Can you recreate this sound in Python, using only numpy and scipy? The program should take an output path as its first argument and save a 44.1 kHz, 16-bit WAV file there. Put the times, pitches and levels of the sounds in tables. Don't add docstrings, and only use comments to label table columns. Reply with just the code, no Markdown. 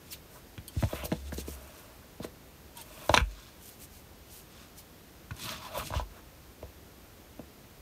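import sys
import numpy as np
from scipy import signal
from scipy.fft import rfft, irfft
from scipy.io import wavfile
from scipy.ndimage import uniform_filter1d

SR = 44100
rng = np.random.default_rng(int(sys.argv[2]) if len(sys.argv) > 2 else 0)


def wrap_up_sound(samples):
    columns = np.atleast_2d(samples).T
    tamed = np.clip(columns, -1, 1)
    steps = np.round(tamed * 32767).astype(np.int16)
    wavfile.write(sys.argv[1], SR, steps)


N = 344421


def from_db(db):
    return 10 ** (np.asarray(db) / 20)


def rms_one(x):
    return x / np.sqrt(np.mean(x ** 2) + 1e-20)


def coloured(x, spectrum, low_hz, high_hz):
    hz = np.fft.rfftfreq(N, 1 / SR) + 1
    points = np.array(spectrum)
    gain_db = np.interp(np.log(hz), np.log(points[:, 0]), points[:, 1])
    shaped = rfft(x) * from_db(gain_db)
    inside = (hz > low_hz) & (hz < high_hz)
    return irfft(shaped, N) * N / np.sqrt(2 * np.sum(np.abs(shaped[inside]) ** 2))


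def grains(per_s, spread_db):
    size_db = spread_db * np.minimum(rng.exponential(1, N), 5)
    sizes = from_db(size_db) * rng.standard_normal(N)
    return sizes * (rng.random(N) < per_s / SR)


def flicker(rate_hz, depth_db):
    r = np.exp(-2 * np.pi * rate_hz / SR)
    wander = signal.lfilter([1], [1, -2 * r, r * r], rng.standard_normal(N))
    return from_db(depth_db * rms_one(wander))


def resonance(x, hz, width_hz):
    r = np.exp(-np.pi * width_hz / SR)
    poles = [1, -2 * r * np.cos(2 * np.pi * hz / SR), r * r]
    return signal.lfilter(np.array([1, 0, -1]) * (1 - r * r) / 2, poles, x)


def band_pass(x, order, edges_hz):
    return signal.sosfilt(signal.butter(order, edges_hz, "band", fs=SR, output="sos"), x)


def swell(peak_s, rise_s, fall_s):
    t = np.arange(N) / SR - peak_s
    return np.exp(-(t / np.where(t < 0, abs(rise_s), abs(fall_s))) ** 2)


def patchy(x, centres_hz):
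    flicker_hz, flicker_db = 42.0, 2.5
    out = np.zeros(N)
    for hz in centres_hz:
        band = resonance(x * rng.choice([-1, 1], N), hz, 0.26 * hz)
        out += band * flicker(flicker_hz, flicker_db)
    return out


def struck(times, levels_db, modes, chatter_s, chatter, favoured_hz=None, db_per_octave=0):
    blow_spread_db = 1.2
    out, at = np.zeros(N), (np.array(times) * SR).astype(int)
    strengths = from_db(blow_spread_db * rng.standard_normal((len(at), len(modes))))
    if favoured_hz is not None:
        octaves_off = np.abs(np.log2(np.array(modes)[:, 0] / favoured_hz[:, None]))
        off_db = db_per_octave * octaves_off
        strongest_db = np.max(off_db + np.array(modes)[:, 1], axis=1, keepdims=True)
        strengths *= from_db(off_db - strongest_db)
    fall = np.exp(-1 / (max(chatter_s, 1e-4) * SR))
    rough = rng.standard_normal(N)
    for k, (hz, level_db, t60_s) in enumerate(modes):
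        clicks = np.full(N, 1e-18)
        np.add.at(clicks, at, from_db(np.array(levels_db) + level_db) * strengths[:, k])
        dying = signal.lfilter([1], [1, -fall], clicks)
        clicks += chatter * np.sqrt(1 - fall ** 2) * rough * dying
        clicks = resonance(clicks, hz, 1.25 * hz)
        r, w = from_db(-60 / (t60_s * SR)), 2 * np.pi * hz / SR
        ring = signal.lfilter([0, np.sin(w)], [1, -2 * r * np.cos(w), r * r], clicks)
        out += (-1) ** k * ring
    return out


# [dB per Hz, relative]
ROOM_SPECTRUM = [(15, -50), (25, -6.5), (72, 2), (99, -4.5), (344, -8.5), (962, -17.5), (10400, -28.5),
                 (11900, -24.5), (16000, -28.5)]


def room_tone():
    level_db = -52.5
    return from_db(level_db) * coloured(rng.standard_normal(N), ROOM_SPECTRUM, 25, 16000)


def room_echo(x):
    gap_s, t60_s = .004, 0.12
    t = np.arange(int(.3 * SR)) / SR
    dull_noise = signal.lfilter([1], [1, -.6], rng.standard_normal(len(t)))
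    tail = dull_noise * from_db(-60 * t / t60_s) * (t > gap_s)
    return signal.fftconvolve(x, tail / np.sqrt(np.sum(tail ** 2)))[:N]


# time_s [s], level_db [dB]
HUM_LEVELS = [(.85, -49), (1.3, -41), (1.55, -44), (1.75, -73)]


def table_hum():
    time_s, level_db = np.transpose(HUM_LEVELS)
    gain = from_db(np.interp(np.arange(N) / SR, time_s, level_db, left=-99, right=-99))
    pitch_hz = 68 * flicker(7.0, 0.39)
    hum = np.sqrt(2) * np.sin(2 * np.pi * np.cumsum(pitch_hz) / SR)
    return gain * flicker(14.0, 1.2) * hum


def fibre_slips():
    crackle_db = -4
    crackle = from_db(crackle_db) * rms_one(grains(2500, 1.8))
    dense = rms_one(grains(14000, 1.2))
    return rms_one((dense + crackle) * flicker(36.6, 1.2))


# pitch_hz [Hz], width_hz [Hz], level_db [dB]
CARD_HOLLOWS = [(623, 55, 19), (1040, 440, 10.5), (2555, 440, 4), (3460, 320, 5), (4020, 70, 1.5),
                (6320, 140, 4)]


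def rasp_texture(slips):
    rasp = patchy(slips, np.geomspace(300, 12000, num=10))
    through_card = slips * rng.choice([-1, 1], N)
    for hz, width_hz, db in CARD_HOLLOWS:
        rasp = rasp + from_db(db) * resonance(through_card, hz, width_hz) * flicker(30, 3.0)
    return rasp


# peak_s [s], half_length_s [s], rasp_level_db [dB], rasp_centre_hz [Hz]
FINGER_RUBS = [(0.12, 0.057, -56, 4830), (.357, 0.04, -53.5, 676), (0.837, 0.085, -50, 3440),
               (0.946, 0.057, -45.5, 1450), (1.4, 0.024, -43.5, 4200), (1.67, 0.36, -56, 1010),
               (2.243, 0.019, -48, 2330), (2.801, 0.035, -50.5, 3540), (3.09, 0.19, -49.5, 1260),
               (3.158, 0.049, -41, 2870)]
# peak_s [s], half_length_s [s], rasp_level_db [dB], rasp_centre_hz [Hz]
MAT_DRAGS = [(1.017, 0.06, -47.5, 1240), (1.146, 0.11, -55.5, 4000), (1.282, 0.021, -53.5, 3600),
             (3.396, 0.15, -54, 2860), (4.6, 0.1, -58.5, 3130), (5.443, 0.047, -41.5, 4700),
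             (5.509, 0.074, -40, 2300), (5.658, 0.048, -46, 1980), (5.797, 0.055, -38, 1430),
             (5.868, 0.035, -44, 4270), (5.974, 0.047, -45, 2500), (6.17, 0.046, -56, 945)]


def strokes():
    hand_brush_db, drag_brush_db = -4, -9.5
    rubs = [(s, half, db, hz, db + hand_brush_db) for s, half, db, hz in FINGER_RUBS]
    drags = [(s, half, db, hz, db + drag_brush_db) for s, half, db, hz in MAT_DRAGS]
    return rubs + drags


def stroke_shape(peak_s, half_s):
    stretch = 1.13
    return swell(peak_s, half_s * stretch, half_s / stretch)


def rasping(slips):
    half_width_octaves = 1.42
    rasp, out = rasp_texture(slips), np.zeros(N)
    for s, half, rasp_db, centre_hz, _ in strokes():
        near = slice(max(int((s - .5) * SR), 0), int((s + .5) * SR))
        edges_hz = centre_hz * 2 ** np.array([-half_width_octaves, half_width_octaves])
        band = band_pass(rasp[near], 3, np.minimum(edges_hz, SR / 2.2))
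        out[near] += from_db(rasp_db) * stroke_shape(s, half)[near] * rms_one(band)
    return out


def card_rumble(slips):
    top_hz, level_db = 232, -9
    low = rms_one(band_pass(slips, 2, [70, top_hz]))
    drag = sum(from_db(db) * swell(s, half, half) for s, half, db, _ in MAT_DRAGS)
    return from_db(level_db) * drag * low


# [dB, relative]
BRUSH_CURVE = [(2060, 0), (3500, -4.5), (6650, -1.5), (10200, -0.5), (12900, -1), (15000, 1.5),
               (16000, -26)]
# peak_s [s], half_length_s [s], level_db [dB]
THREAD_FLICKS = [(0.132, 0.018, -43.5), (1.055, 0.014, -38), (1.341, 0.017, -47), (1.484, 0.016, -46),
                 (1.528, 0.038, -49.5), (1.79, 0.037, -59), (3.677, 0.067, -52), (3.825, 0.029, -49.5),
                 (3.958, 0.049, -57.5), (4.358, 0.066, -52), (4.791, 0.022, -49.5), (5.789, 0.015, -42.5)]


def skin_brush():
    texture = patchy(grains(15000, 1.6), np.geomspace(3000, 16000, num=6))
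    brush = coloured(texture, BRUSH_CURVE, 6000, 15000)
    power = sum((from_db(db) * swell(s, half, half)) ** 2 for s, half, db in THREAD_FLICKS)
    for s, half, _, _, brush_db in strokes():
        power += (from_db(brush_db) * stroke_shape(s, half)) ** 2
    return np.sqrt(power) * brush


def rubbing():
    slips = fibre_slips()
    return rasping(slips) + skin_brush() + card_rumble(slips)


# peak_s [s], half_length_s [s], level_db [dB], pitch_hz [Hz]
EDGE_SINGS = [(0.985, 0.03, -50, 2150), (1.033, 0.022, -46.5, 2650), (5.561, 0.0088, -50, 1130),
              (5.652, 0.037, -46, 970), (5.714, 0.029, -46.5, 640), (5.759, 0.018, -39.5, 1030),
              (5.78, 0.011, -33, 620), (5.819, 0.0081, -39, 1120), (5.968, 0.015, -45, 2880)]


def singing():
    width = .16
    slips, out = rng.standard_normal(N), np.zeros(N)
    for s, half, db, hz in EDGE_SINGS:
        once = resonance(slips, hz, width * hz)
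        twice = resonance(once, hz, 2 * width * hz)
        out += from_db(db) * swell(s, half, half) * rms_one(twice)
    return out


# start_s [s], level_db [dB, relative], favoured_pitch_hz [Hz]
BLADE_CLICKS = [(0.679, -37, 6000), (2.7698, -40.5, 9500), (2.8127, -39.5, 8300)]
# pitch_hz [Hz], level_db [dB], t60_s [s]
BLADE_MODES = [(3166, 4, 0.041), (4480, 3.5, 0.013), (6500, 1, 0.0044), (8500, 9.5, 0.0085),
               (10600, 9, 0.013), (13100, 7, 0.012)]


def blade_clicks():
    s, level_db, favoured_hz = np.transpose(BLADE_CLICKS)
    return struck(s, level_db - 8.0, BLADE_MODES, 0.0069, 4.3, favoured_hz, -2.5)


# start_s [s], end_s [s], from_hz [Hz], to_hz [Hz], level_db [dB]
BLADE_SQUEAKS = [(0.096, 0.158, 7000, 3600, -47.5), (2.754, 2.82, 964, 918, -47.5)]


def blade_squeaks():
    out, t = np.zeros(N), np.arange(N) / SR
    for start, end, from_hz, to_hz, db in BLADE_SQUEAKS:
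        along = np.clip((t - start) / (end - start), 0, 1)
        hz = to_hz + (from_hz - to_hz) * (1 - along) ** 2
        hz = hz * flicker(89, .22)
        tone = np.sin(2 * np.pi * np.cumsum(hz) / SR)
        out += from_db(db) * np.sin(np.pi * along) * flicker(120, 2.3) * tone
    return out


# start_s [s], knock_level_db [dB, relative], knock_pitch_hz [Hz], thud_level_db [dB], thud_pitch_hz [Hz]
TABLE_CONTACTS = [(.576, -36, 357, -35.5, 120), (0.763, -31, 416, -26, 91), (.825, -20, 700, -21, 140),
                  (0.834, -17, 650, -22.5, 82), (0.93, -13, 520, -31, 200), (1.034, -21.5, 610, -29.5, 169),
                  (1.053, -21.5, 556, -38, 100), (1.118, -16, 493, -20.5, 223),
                  (1.124, -15.5, 600, -24, 200), (1.324, -22.5, 544, -23.5, 175),
                  (1.381, -21, 353, -28, 199), (1.48, -19.5, 392, -30.5, 196), (2.2, -24.5, 506, -26, 195),
                  (2.245, -21, 433, -34, 260), (3.094, -1, 700, -22.5, 94), (3.14, 5, 890, -23, 250),
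                  (3.145, -15, 700, -27, 62), (3.167, -9.5, 480, -18.5, 100),
                  (3.175, 2.5, 1600, -18.5, 131), (3.202, -14, 1070, -21.5, 50),
                  (5.308, -24.5, 1360, -28, 109), (5.775, -16.5, 620, -42, 70), (5.904, -23, 750, -36, 90),
                  (5.924, -19, 910, -35, 80.5), (5.938, -10, 990, -49, 70), (5.953, -20.5, 630, -29, 72),
                  (5.996, -16, 845, -38, 50), (6.628, -22.5, 520, -42, 79.6), (7.393, -25, 540, -30.5, 259)]
# start_s [s], level_db [dB], favoured_pitch_hz [Hz]
MAT_SLAPS = [(0.579, -35.5, 2500), (0.825, -27, 1700), (0.837, -30.5, 2420), (1.117, -27, 2080),
             (1.125, -34.5, 3900), (1.322, -27.5, 1650), (1.38, -36.5, 5000), (2.244, -34.5, 2000),
             (3.093, -26.5, 3900), (3.141, -6.5, 2280), (3.145, -11.5, 3550), (3.164, -18, 4470),
             (3.168, -15, 2320), (3.175, -4.5, 2650), (3.203, -20, 2600), (5.311, -34, 2300),
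             (5.366, -38, 7060), (5.492, -27, 3070), (5.95, -37, 3450)]
# pitch_hz [Hz], level_db [dB], t60_s [s]
THUD_MODES = [(49, -3, 0.34), (70.3, -2.5, 0.15), (104, -0.5, 0.078), (152.6, -2, 0.077), (190, 2.5, 0.041),
              (256, 3.5, 0.03)]
KNOCK_MODES = [(387, 12.5, 0.039), (488.4, 5, 0.063), (614, 15.5, 0.029), (883, 13, 0.018),
               (1012, 17.5, 0.013), (1570, 15.5, 0.013)]
CRACK_MODES = [(1490, 8, 0.0041), (2210, -0.5, 0.0052), (2670, 2, 0.0037), (3470, -3, 0.0069),
               (4040, -1.5, 0.0078), (6030, 3, 0.0029), (9340, 9, 0.0017)]


def knocks():
    crack_db, crack_hz = -24.5, 2400
    s, knock_db, knock_hz, thud_db, thud_hz = np.transpose(TABLE_CONTACTS)
    slap_s, slap_db, slap_hz = np.transpose(MAT_SLAPS)
    thud = struck(s, thud_db, THUD_MODES, 0.0012, 0.49, thud_hz, -10.0)
    knock = struck(s, knock_db - 8.0, KNOCK_MODES, 0.0089, .28, knock_hz, -15.5)
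    all_s = np.r_[s, slap_s]
    all_db = np.r_[knock_db + crack_db, slap_db]
    all_hz = np.r_[np.full(len(s), crack_hz), slap_hz]
    crack = struck(all_s, all_db, CRACK_MODES, 0.004, 0.89, all_hz, -12)
    return thud + knock + crack


def scene():
    echo_db = -13.5
    near = rubbing() + singing() + blade_clicks() + blade_squeaks() + knocks()
    return (room_tone() + table_hum() + near + from_db(echo_db) * room_echo(near))[None]


# pitch_hz [Hz], width_hz [Hz], gain_db [dB]
HOUSING_DIPS = [(7680, 420, -3.5), (10500, 430, -7)]


def record(dry):
    threshold_db, recovery_db_per_s, duck_share, smoothing = -26, 40, .3, .002
    x = signal.sosfilt(signal.butter(3, 36, "high", fs=SR, output="sos"), dry[0])
    for hz, width_hz, db in HOUSING_DIPS:
        x = x - (1 - from_db(db)) * resonance(x, hz, width_hz)
    power_db = 10 * np.log10(uniform_filter1d(x ** 2, size=200) + 1e-12)
    over_db = np.maximum(power_db - threshold_db, 0)
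    slope = recovery_db_per_s * np.arange(N) / SR
    held_db = np.maximum.accumulate(over_db + slope) - slope
    smooth_db = signal.lfilter([smoothing], [1, -(1 - smoothing)], held_db)
    x = x * from_db(-duck_share * smooth_db)
    return signal.sosfilt(signal.ellip(12, .5, 70, 15650, fs=SR, output="sos"), x)[None]


dry = scene()
out = record(dry)
wrap_up_sound(out)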